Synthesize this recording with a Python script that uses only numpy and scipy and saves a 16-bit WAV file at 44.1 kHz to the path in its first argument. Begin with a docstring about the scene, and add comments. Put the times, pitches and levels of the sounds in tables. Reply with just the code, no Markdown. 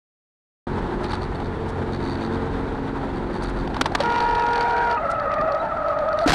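"""Inside a moving car, heard from the dashboard: engine boom, road roar and buzzing trim after a short silence.
The driver brakes hard: loose things knock, sharp ticks crowd in, grit crackles, a two-note horn blares
and the tyres howl. An oncoming car hits the front and overloads the microphone. Engine, horn and tyres
are sums of sines with wandering pitch and level; road, ticks and scrub are coloured noise; trim, grit
and scrapes are random tiny contacts; knocks and crash are noise bursts over decaying thuds."""
import sys
import numpy as np
from scipy import signal
from scipy.fft import rfft, irfft
from scipy.io import wavfile
from scipy.ndimage import uniform_filter1d, minimum_filter1d

SR = 44100
rng = np.random.default_rng(int(sys.argv[2]) if len(sys.argv) > 2 else 0)


def transcribe(u):
    """Save the signal u as a 16-bit wav file named by the first command-line argument.

    u: samples, shape (n,) or (channels, n), limited to [-1, 1]; the rate is SR.
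    q: integer samples, one column per channel.
    """
    v = np.clip(np.atleast_2d(u).T, -1, 1)
    q = np.round(v * 32767).astype(np.int16)
    wavfile.write(sys.argv[1], SR, q)


N = 279594
TIME = np.arange(N) / SR

CABIN_ON_S, IMPACT_S = 0.668, 6.26
# Steady speed until the driver lifts off, then an even slowing (share of cruising speed lost per second)
LIFT_S, SLOWING_PER_S = 3.55, 0.145
FIRING_HZ = 45.24  # at cruising speed
# First bite of the brakes
BITE_S, BITE_ATTACK_S, BITE_HOLD_S, BITE_RELEASE_S = 3.97, 0.059, 0.889, 0.048


def undb(db):
    """Decibels to gain."""
    return 10 ** (np.asarray(db) / 20)


def unit(x):
    """Scale to rms 1."""
    return x / np.sqrt(np.mean(x ** 2) + 1e-18)


def curves(table):
    """Each column of a table joined by straight lines in time."""
    seconds, *columns = np.transpose(table)
    return [np.interp(TIME, seconds, column) for column in columns]


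def ramp(start, length):
    """Rises from 0 to 1."""
    return np.clip((TIME - start) / length, 0, 1)


def swell(start, length):
    """A rounded rise and fall."""
    return np.sqrt(np.abs(np.sin(np.pi * ramp(start, length))))


def swells(table):
    """Summed envelope of events given as start in seconds, length in seconds, level in dB."""
    return sum(undb(db) * swell(start, length) for start, length, db in table)


def fade(start, t60, rise):
    """Envelope of a blow: a quick rise and an exponential decay, 60 dB down after t60 seconds."""
    decay = np.exp(-np.log(1000) * np.clip((TIME - start) / t60, 0, 2))
    return ramp(start, rise) * decay


def colour(x, spectrum):
    """Causal minimum-phase filter through (Hz, dB) points; the result has rms 1."""
    hz, db = np.transpose(spectrum)
    size = 4096
    grid = np.maximum(np.fft.rfftfreq(size, 1 / SR), 1)
    cepstrum = irfft(np.log(undb(np.interp(np.log(grid), np.log(hz), db))))
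    # Folding the cepstrum puts the energy of the response at its start
    cepstrum[1:size // 2] *= 2
    cepstrum[size // 2 + 1:] = 0
    response = irfft(np.exp(rfft(cepstrum)))
    return unit(signal.fftconvolve(x, response)[:len(x)])


def noise(spectrum):
    """Coloured noise of rms 1."""
    return colour(rng.standard_normal(N), spectrum)


def walk(rate):
    """Smooth random wander of rms 1, changing about rate times a second."""
    hold = max(int(SR / rate), 2)
    steps = np.repeat(rng.standard_normal(N // hold + 1), hold)
    smooth = uniform_filter1d(uniform_filter1d(steps, hold), hold)
    return unit(smooth[:N])


def contacts(per_s, scatter_db):
    """Random tiny impacts of either sign and scattered strength."""
    touching = rng.random(N) < per_s / SR
    return touching * rng.choice([-1, 1], N) * undb(scatter_db * rng.standard_normal(N))


def turn(hz):
    """Phase of an oscillator whose rate moves."""
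    return 2 * np.pi * np.cumsum(hz) / SR


def firing_hz():
    """The firing rate follows the speed of the car."""
    return FIRING_HZ * (1 - SLOWING_PER_S * np.maximum(TIME - LIFT_S, 0))


def bite():
    """Envelope of the first bite of the brakes."""
    release = ramp(BITE_S + BITE_ATTACK_S + BITE_HOLD_S, BITE_RELEASE_S)
    return ramp(BITE_S, BITE_ATTACK_S) * (1 - release)


def blows(table, spectrum, rise, crackle_db):
    """Each blow is a burst of crackling contacts over the thud of one damped panel."""
    crackle = noise(spectrum) * unit(undb(crackle_db * walk(700)))
    out = 0
    for start, db, t60, thud_hz, thud_db in table:
        thud = undb(thud_db) * np.sqrt(2) * np.sin(2 * np.pi * thud_hz * (TIME - start))
        out = out + undb(db) * fade(start, t60, rise) * (crackle + thud)
    return out


def engine(engine_db=-28, waver_db=3.0, jitter=0.00418):
    """Firings drone in the cabin as engine orders that swell and sink slowly; closing the throttle quiets them."""
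    # Cabin boom. Each row: multiple of the firing rate, relative level in dB, change while shifted in dB.
    boom = [(1, 0.5, -4), (1.5, -10.5, -1.5), (2, -1, 0), (3.01, 0, -.5), (4, -4.5, -2.5),
            (4.97, -1.5, 0.5), (6.02, -2, 3.5), (7.43, -2.5, -2.5), (7.95, 1.5, -5.5), (9.13, -7, 3),
            (9.94, -11.5, 8.5)]
    throttle_shut_s, off_throttle_db = 1, -15.5
    # For a while the boom leans on other orders
    shift_s, shift_back_s, shift_glide_s = 1.15, 2.88, 0.26
    shifted = ramp(shift_s, shift_glide_s) - ramp(shift_back_s, shift_glide_s)
    phase = turn(firing_hz() * (1 + jitter * walk(8)))
    orders = 0
    for multiple, db, shift_db in boom:
        level = undb(db + shift_db * shifted + waver_db * walk(4.49))
        orders = orders + level * np.sin(multiple * phase + rng.uniform(0, 2 * np.pi))
    return unit(orders) * undb(engine_db + off_throttle_db * ramp(LIFT_S, throttle_shut_s))


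def road(grain_db=1.5, shake_db=0.57):
    """The road shakes the body and the tread rushes over uneven asphalt; both sink as the wheels lock."""
    # Body rumble. Each row: frequency in Hz, density in dB per Hz (only the shape counts).
    rumble_spectrum = [(20, 4), (38, 8.5), (70, 3.5), (110, 2), (220, 2), (340, 2), (430, -1.5), (520, -3),
                       (800, -35.5), (8000, -91)]
    # Tread rush. Each row: frequency in Hz, density in dB per Hz (only the shape counts).
    rush_spectrum = [(300, -4), (550, -4), (900, 1), (1150, -6), (1400, -6), (1850, -12), (2200, -17.5),
                     (2900, -24), (3700, -23), (4500, -28), (5100, -35), (7200, -40.5), (9000, -39),
                     (12500, -52.5), (15000, -65.5)]
    # Bumps that jolt the body. Each row: start in seconds, length in seconds, level in dB.
    bumps = [(4.27, 0.15, -30), (4.8, 0.14, -35), (5.38, 0.085, -29.5)]
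    # An oncoming car swishes past. Each row: start in seconds, length in seconds, level in dB.
    passing = [(0.46, 0.54, -37.5)]
    rumble_db, rush_db, bite_hiss_db = -30.5, -32.5, -29.5
    lock_s, locking_s, locked_rumble_db, locked_rush_db = 4.2, 0.97, -8.5, -4.5
    locked = ramp(lock_s, locking_s)
    body = np.hypot(undb(rumble_db + locked_rumble_db * locked), swells(bumps))
    hiss = undb(bite_hiss_db) * bite() + swells(passing)
    tread = np.hypot(undb(rush_db + locked_rush_db * locked), hiss)
    rumble = noise(rumble_spectrum) * body * undb(shake_db * walk(45))
    rush = noise(rush_spectrum) * tread * undb(grain_db * walk(60))
    return rumble + rush


def trim(rest_db=-60, bite_buzz_db=-52):
    """A loose plastic panel slaps unevenly, about twice per firing, and bounces."""
    # Fits of buzzing. Each row: start in seconds, length in seconds, level in dB.
    buzzes = [(1.03, 0.051, -44), (1.08, 0.089, -35.5), (1.21, 0.048, -40.5), (1.345, 0.026, -44),
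              (1.43, 0.055, -43.5), (1.915, 0.062, -39.5), (1.99, 0.2, -40), (2.2, 0.078, -39),
              (2.32, 0.041, -43), (3.15, 0.038, -44), (3.32, 0.069, -44), (3.41, 0.086, -39.5),
              (3.56, 0.055, -40.5), (6.17, 0.098, -41.5)]
    # Colour of the buzz. Each row: frequency in Hz, density in dB per Hz (only the shape counts).
    buzz_spectrum = [(500, -7.5), (1400, 7.5), (2700, -10), (3300, -9.5), (3700, 0.5), (4100, -3),
                     (4550, 3), (4850, -11.5), (5150, -20), (5900, -15), (7200, -23.5), (8700, -17.5),
                     (12500, -34.5), (15000, -51)]
    shaking = undb(rest_db) + swells(buzzes) + undb(bite_buzz_db) * bite()
    slap_phase = turn(2 * firing_hz() * (1 + 0.2 * walk(110)))
    slap = np.exp(1.05 * (np.cos(slap_phase) - 1))
    bounces = contacts(per_s=12000 * slap, scatter_db=1.5) * undb(1.2 * walk(90))
    return colour(bounces * np.sqrt(slap), buzz_spectrum) * shaking


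def scrapes():
    """Short bright scrapes: dense tiny contacts of small hard things sliding on the plastic dashboard."""
    # Scrapes. Each row: start in seconds, length in seconds, level in dB.
    slides = [(1.03, 0.015, -48), (1.68, 0.031, -52), (3.337, 0.01, -51), (3.425, 0.021, -43),
              (3.487, 0.019, -49), (5.1, 0.025, -45)]
    # Colour of the scrapes. Each row: frequency in Hz, relative level in dB.
    scrape_spectrum = [(2000, -7), (4500, -1), (7200, -6.5), (9000, -3.5), (12500, -21), (14500, -34)]
    return colour(contacts(per_s=3700, scatter_db=7.5), scrape_spectrum) * swells(slides)


def knocks():
    """Loose things are thrown against the dashboard, which crackles and thuds."""
    # Knocks. Each row: start in seconds, level in dB, ring time in seconds,
    # thud pitch in Hz, thud level relative to the crackle in dB.
    knock_table = [(1.040, -22, 0.042, 866, -1), (1.110, -23, 0.03, 830, 4), (1.131, -19.5, 0.035, 855, 3),
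                   (1.400, -24, 0.022, 764, 6), (3.069, -29.5, 0.017, 606, 9),
                   (3.675, -19, 0.016, 770, 7.5), (3.765, -11.5, 0.016, 920, 1.5),
                   (3.811, 11, 0.018, 282, -4), (3.825, -24, 0.0095, 1400, -8.5),
                   (3.8565, -4.5, 0.03, 875, -5), (3.918, -24.5, 0.023, 765, 11.5),
                   (3.9495, 3.5, 0.021, 877, -4.5), (4.002, -10, 0.048, 564, 3.5)]
    # Colour of the crackle. Each row: frequency in Hz, density in dB per Hz (only the shape counts).
    dash_spectrum = [(150, -1.5), (500, 3.5), (900, 8), (1450, 4.5), (2100, -1), (2600, -5.5), (4300, -3),
                     (5600, -13), (7000, -27.5), (8500, -18.5), (13000, -36.5), (16000, -53.5)]
    return blows(knock_table, dash_spectrum, rise=0.0042, crackle_db=-0.5)


def ticks(tick_t60=0.019):
    """Sharp, short ticks of coloured noise, many about 21 ms apart, crowd the braking."""
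    # Sharp ticks. Each row: start in seconds, level in dB.
    tick_times = [(3.674, -27), (3.7433, -24), (3.842, -30), (3.985, -31.5), (4.035, -20), (4.058, -22),
                  (4.1815, -24.5), (4.2033, -15.5), (4.2235, -23), (4.25, -27), (4.289, -25.5),
                  (4.309, -20), (4.3503, -17), (4.396, -19), (4.465, -19), (4.486, -22.5), (4.5073, -21.5),
                  (4.532, -13), (4.557, -13.5), (4.578, -22.5), (4.608, -14.5), (4.627, -21), (4.708, -27),
                  (4.766, -24), (4.78, -24.5), (4.848, -25.5), (4.911, -14), (4.926, -22.5), (5.057, -41),
                  (5.198, -31), (5.316, -31), (5.339, -24.5), (5.4114, -25.5), (5.5205, -27),
                  (5.547, -27.5), (5.771, -34), (5.883, -31), (5.9875, -28), (6.087, -30), (6.129, -29.5),
                  (6.1885, -20.5), (6.212, -27), (6.232, -29)]
    # Colour of the ticks. Each row: frequency in Hz, density in dB per Hz (only the shape counts).
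    tick_spectrum = [(500, -10), (1400, 9.5), (2700, -5.5), (3400, -1), (3900, -3.5), (4200, -1),
                     (4580, 4.5), (4900, -11), (5600, -7.5), (7200, -25.5), (8700, -19.5), (12500, -35.5),
                     (15000, -33)]
    envelope = sum(undb(db) * fade(start, tick_t60, rise=0.0014) for start, db in tick_times)
    return noise(tick_spectrum) * envelope


def howl(hz, db, octave_db, third_db=-13, fourth_db=-24, echo=0.53, smear=0.085):
    """Tread sticks and slips: a juddering tone beats with its echo off the road; its overtones smear and dull."""
    phase = turn(hz * (1 + 0.015 * walk(55) + 0.019 * walk(260)))
    # The third and fourth partials fade late in the slide
    dulling_db = -9 * ramp(5.4, 0.3)
    third_level_db = third_db + dulling_db + (db + octave_db) / 2
    fourth_level_db = fourth_db + dulling_db + octave_db
    out = 0
    for k, partial_db in enumerate([db, octave_db, third_level_db, fourth_level_db], 1):
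        direct = k * phase + smear * k ** 2 * walk(330) + rng.uniform(0, 2 * np.pi)
        # The echo is a copy whose phase wanders
        lag = turn(30 * k * walk(50)) + rng.uniform(0, 2 * np.pi)
        judder = unit(undb(1.1 * k * walk(100)))
        out = out + undb(partial_db) * judder * (np.sin(direct) + echo * np.sin(direct + lag))
    return out * np.sqrt(2 / (1 + echo ** 2))


def scrub(scrub_db=-32):
    """Rubber scrubs over asphalt: a band of noise that fades in."""
    # Colour of the scrub. Each row: frequency in Hz, density in dB per Hz (only the shape counts).
    scrub_spectrum = [(350, -24.5), (520, -5.5), (640, 1.5), (820, 8), (950, -4), (1080, -6.5), (1330, 3.5),
                      (1550, -5), (1720, -8), (2030, -12.5), (2200, -18.5), (2550, -21.5), (2800, -28.5),
                      (3400, -33), (12000, -80)]
    return undb(scrub_db) * noise(scrub_spectrum) * ramp(3.91, 0.41)


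def squeal():
    """As the wheels lock, a ragged squeal sinks ever faster while its octave grows."""
    start_s, attack_s, sink_s = 3.98, 0.16, 0.95
    squeal_hz, fall_hz = 932, 265.2
    squeal_db, octave_db, octave_growth_db = -28, -40, 16.5
    sunk = ramp(start_s, sink_s) ** 2
    hz = (squeal_hz - fall_hz * sunk) * (1 + 0.035 * walk(35) + 0.022 * walk(300))
    tone = howl(hz, squeal_db, octave_db + octave_growth_db * sunk)
    return tone * ramp(start_s, attack_s) * (1 - ramp(start_s + sink_s, 0.032))


def lower_tyre(octave_below_db=-12):
    """The lower of two howling tyres, its octave a fixed step weaker."""
    # Howl. Each row: time in seconds, stick-slip rate in Hz, level in dB.
    lower_howl = [(4.62, 700, -35), (4.65, 677, -24), (4.69, 687, -37), (4.73, 714.5, -29),
                  (4.78, 644.5, -27), (4.84, 640, -37), (4.92, 660, -28), (5.0, 587.5, -42),
                  (5.06, 555, -26), (5.14, 570, -36.5), (5.21, 573, -25.5), (5.27, 567.5, -28),
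                  (5.35, 589, -27), (5.44, 596, -42), (5.5, 585, -25), (5.53, 562.3, -25.5),
                  (5.58, 600, -31), (5.76, 609.7, -36), (5.86, 595.3, -24.5), (5.95, 596, -29.5),
                  (6.06, 594, -27), (6.25, 600, -29)]
    hz, db = curves(lower_howl)
    return howl(hz, db, db + octave_below_db) * ramp(lower_howl[0][0], 0.018)


def higher_tyre(gain_db=-0.2):
    """The higher of two howling tyres; its grip comes and goes."""
    # Pitch. Each row: time in seconds, stick-slip rate in Hz.
    rate = [(4.95, 675), (4.985, 640), (5.03, 672), (5.08, 638), (5.13, 672), (5.18, 645), (5.24, 650),
            (5.3, 630), (5.37, 617), (5.43, 642), (5.52, 634), (5.62, 646), (5.69, 668), (5.72, 645),
            (5.76, 662), (5.81, 642), (5.9, 636), (5.98, 634), (6.04, 615), (6.11, 641), (6.15, 620),
            (6.2, 622), (6.23, 662), (6.26, 655)]
    # Grip. Each row: time in seconds, level in dB, level of the octave in dB (both before gain_db).
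    grip = [(4.95, -28, -36), (4.982, -30, -21.5), (5.012, -32, -31.5), (5.054, -27, -27.5),
            (5.084, -38, -27), (5.128, -28.5, -28), (5.208, -36, -27), (5.23, -37, -31), (5.252, -33, -27),
            (5.336, -32, -21.5), (5.358, -33, -27), (5.394, -19.5, -23), (5.43, -20, -22),
            (5.448, -25, -28), (5.482, -21, -26), (5.518, -33, -27), (5.552, -24.5, -26),
            (5.598, -25.5, -33), (5.62, -20, -28), (5.694, -32, -35), (5.716, -27, -23), (5.752, -29, -35),
            (5.792, -28, -27), (5.814, -31, -33), (5.886, -24, -23), (5.96, -31, -30), (5.988, -25, -29.5),
            (6.01, -29, -32), (6.106, -24, -25), (6.212, -27, -29), (6.244, -20, -26), (6.26, -26, -21.5)]
    return undb(gain_db) * howl(*curves(rate), *curves(grip)) * ramp(grip[0][0], 0.02)


def chirp():
    """One short, higher chirp of a tyre."""
    return swell(5.617, 0.084) * howl(hz=900, db=-29.5, octave_db=-46.5)


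def skid():
    """The squeal sinks while a lower howl joins it; a higher howl follows, over the scrub, until the impact."""
    sliding = scrub() + squeal() + lower_tyre() + higher_tyre() + chirp()
    return sliding * (1 - ramp(IMPACT_S, 0.056))


def grit(bite_db=-39, sliding_db=-58):
    """Grit crackles under the braking wheels in uneven flurries of contacts, strongest while the brakes bite."""
    # Colour of the grit. Each row: frequency in Hz, density in dB per Hz (only the shape counts).
    grit_spectrum = [(500, -10), (1400, 7.5), (2500, 5.5), (3400, 1.5), (3900, 2.5), (4250, -4.5),
                     (4580, 3.5), (4900, -8.5), (5600, -5.5), (7200, -19.5), (8700, -20), (12500, -26.5),
                     (15000, -27)]
    strength = undb(bite_db) * bite() + undb(sliding_db) * ramp(BITE_S, BITE_ATTACK_S)
    stones = contacts(per_s=450, scatter_db=4) * undb(3 * walk(170))
    return colour(stones, grit_spectrum) * strength


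def horn(jitter=0.00071, flutter_db=1.5, gain_db=2.0):
    """Two diaphragm horns sound together, each partial slightly rough, most of the sound in low harmonics."""
    # Horns. Each row: pitch in Hz, list of the level of each harmonic in dB (before gain_db).
    horns = [(473.2, [-31.5, -21.5, -31, -43, -45.5, -54.5, -68, -65, -58]), (433, [-35, -33, -39, -42.5])]
    on_s, off_s = 4.018, 4.94
    out = 0
    for hz, harmonics in horns:
        phase = turn(hz * (1 + jitter * walk(39.9)))
        for k, db in enumerate(harmonics, 1):
            rough = unit(undb(0.5 * walk(170)))
            level = np.sqrt(2) * undb(db + flutter_db * walk(18))
            out = out + level * rough * np.sin(k * phase + rng.uniform(0, 2 * np.pi))
    return out * undb(gain_db) * ramp(on_s, 0.03) * (1 - ramp(off_s, 0.05))


def squeak(squeak_hz=3880, squeak_db=-45):
    """One brief, thin squeak of the trim: a single unsteady sine."""
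    tone = np.sin(turn(squeak_hz * (1 + 0.00595 * walk(200))))
    return undb(squeak_db) * swell(5.595, 0.023) * tone


def crash():
    """The collision: a quick run of blows on ringing, crackling metal."""
    # Blows. Each row: start in seconds, level in dB, ring time in seconds,
    # thud pitch in Hz, thud level relative to the crackle in dB.
    crash_table = [(6.261, -20.5, 0.076, 290.4, 15.5), (6.274, -8.5, 0.11, 705, -2.5),
                   (6.290, -9, 0.071, 44, 1.5), (6.304, -8, 0.064, 300, -3),
                   (6.319, -12, 0.11, 183.6, -1.5), (6.332, -5, 0.13, 780, -0.5)]
    # Colour of the crackle. Each row: frequency in Hz, density in dB per Hz (only the shape counts).
    metal_spectrum = [(40, -1), (250, 6.5), (800, 1.5), (1600, 3), (2800, -6), (4300, -4), (6000, -13.5),
                      (9000, -20), (15000, -27)]
    return blows(crash_table, metal_spectrum, rise=0.0014, crackle_db=3.0)


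def limiter(x, limit_db=-13.3, range_db=-5, hold_s=0.004, lag_s=0.0097):
    """Turns loud stretches down by 5 dB at most; its lag lets sudden blows through."""
    wanted = np.clip(undb(limit_db) / (np.abs(x) + 1e-9), undb(range_db), 1)
    held = minimum_filter1d(wanted, max(int(hold_s * SR), 1))
    pole = np.exp(-1 / (lag_s * SR))
    reduction = signal.lfilter([1 - pole], [1, -pole], 1 - held)
    return x * (1 - reduction)


def scene():
    """Silence, then the cabin with the drive, the braking and the collision."""
    driving = engine() + road() + trim() + scrapes() + knocks()
    braking = ticks() + skid() + grit() + horn() + squeak()
    cabin = driving + braking + crash()
    return (cabin * ramp(CABIN_ON_S, 0.0021))[None]


def record(dry, overload_db=-12, knee=9, dull_hz=9500, low_cut_hz=18, top_hz=15400):
    """The microphone drops the deepest bass, limits loud stretches and saturates; the top is dulled and cut."""
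    bass_cut = signal.butter(2, low_cut_hz, "high", fs=SR, output="sos")
    limited = limiter(signal.sosfilt(bass_cut, dry))
    ceiling = undb(overload_db)
    squashed = limited / (1 + np.abs(limited / ceiling) ** knee) ** (1 / knee)
    dulled = signal.sosfilt(signal.butter(2, dull_hz, fs=SR, output="sos"), squashed)
    return signal.sosfilt(signal.ellip(8, 0.2, 80, top_hz, fs=SR, output="sos"), dulled)


dry = scene()
out = record(dry)
transcribe(out)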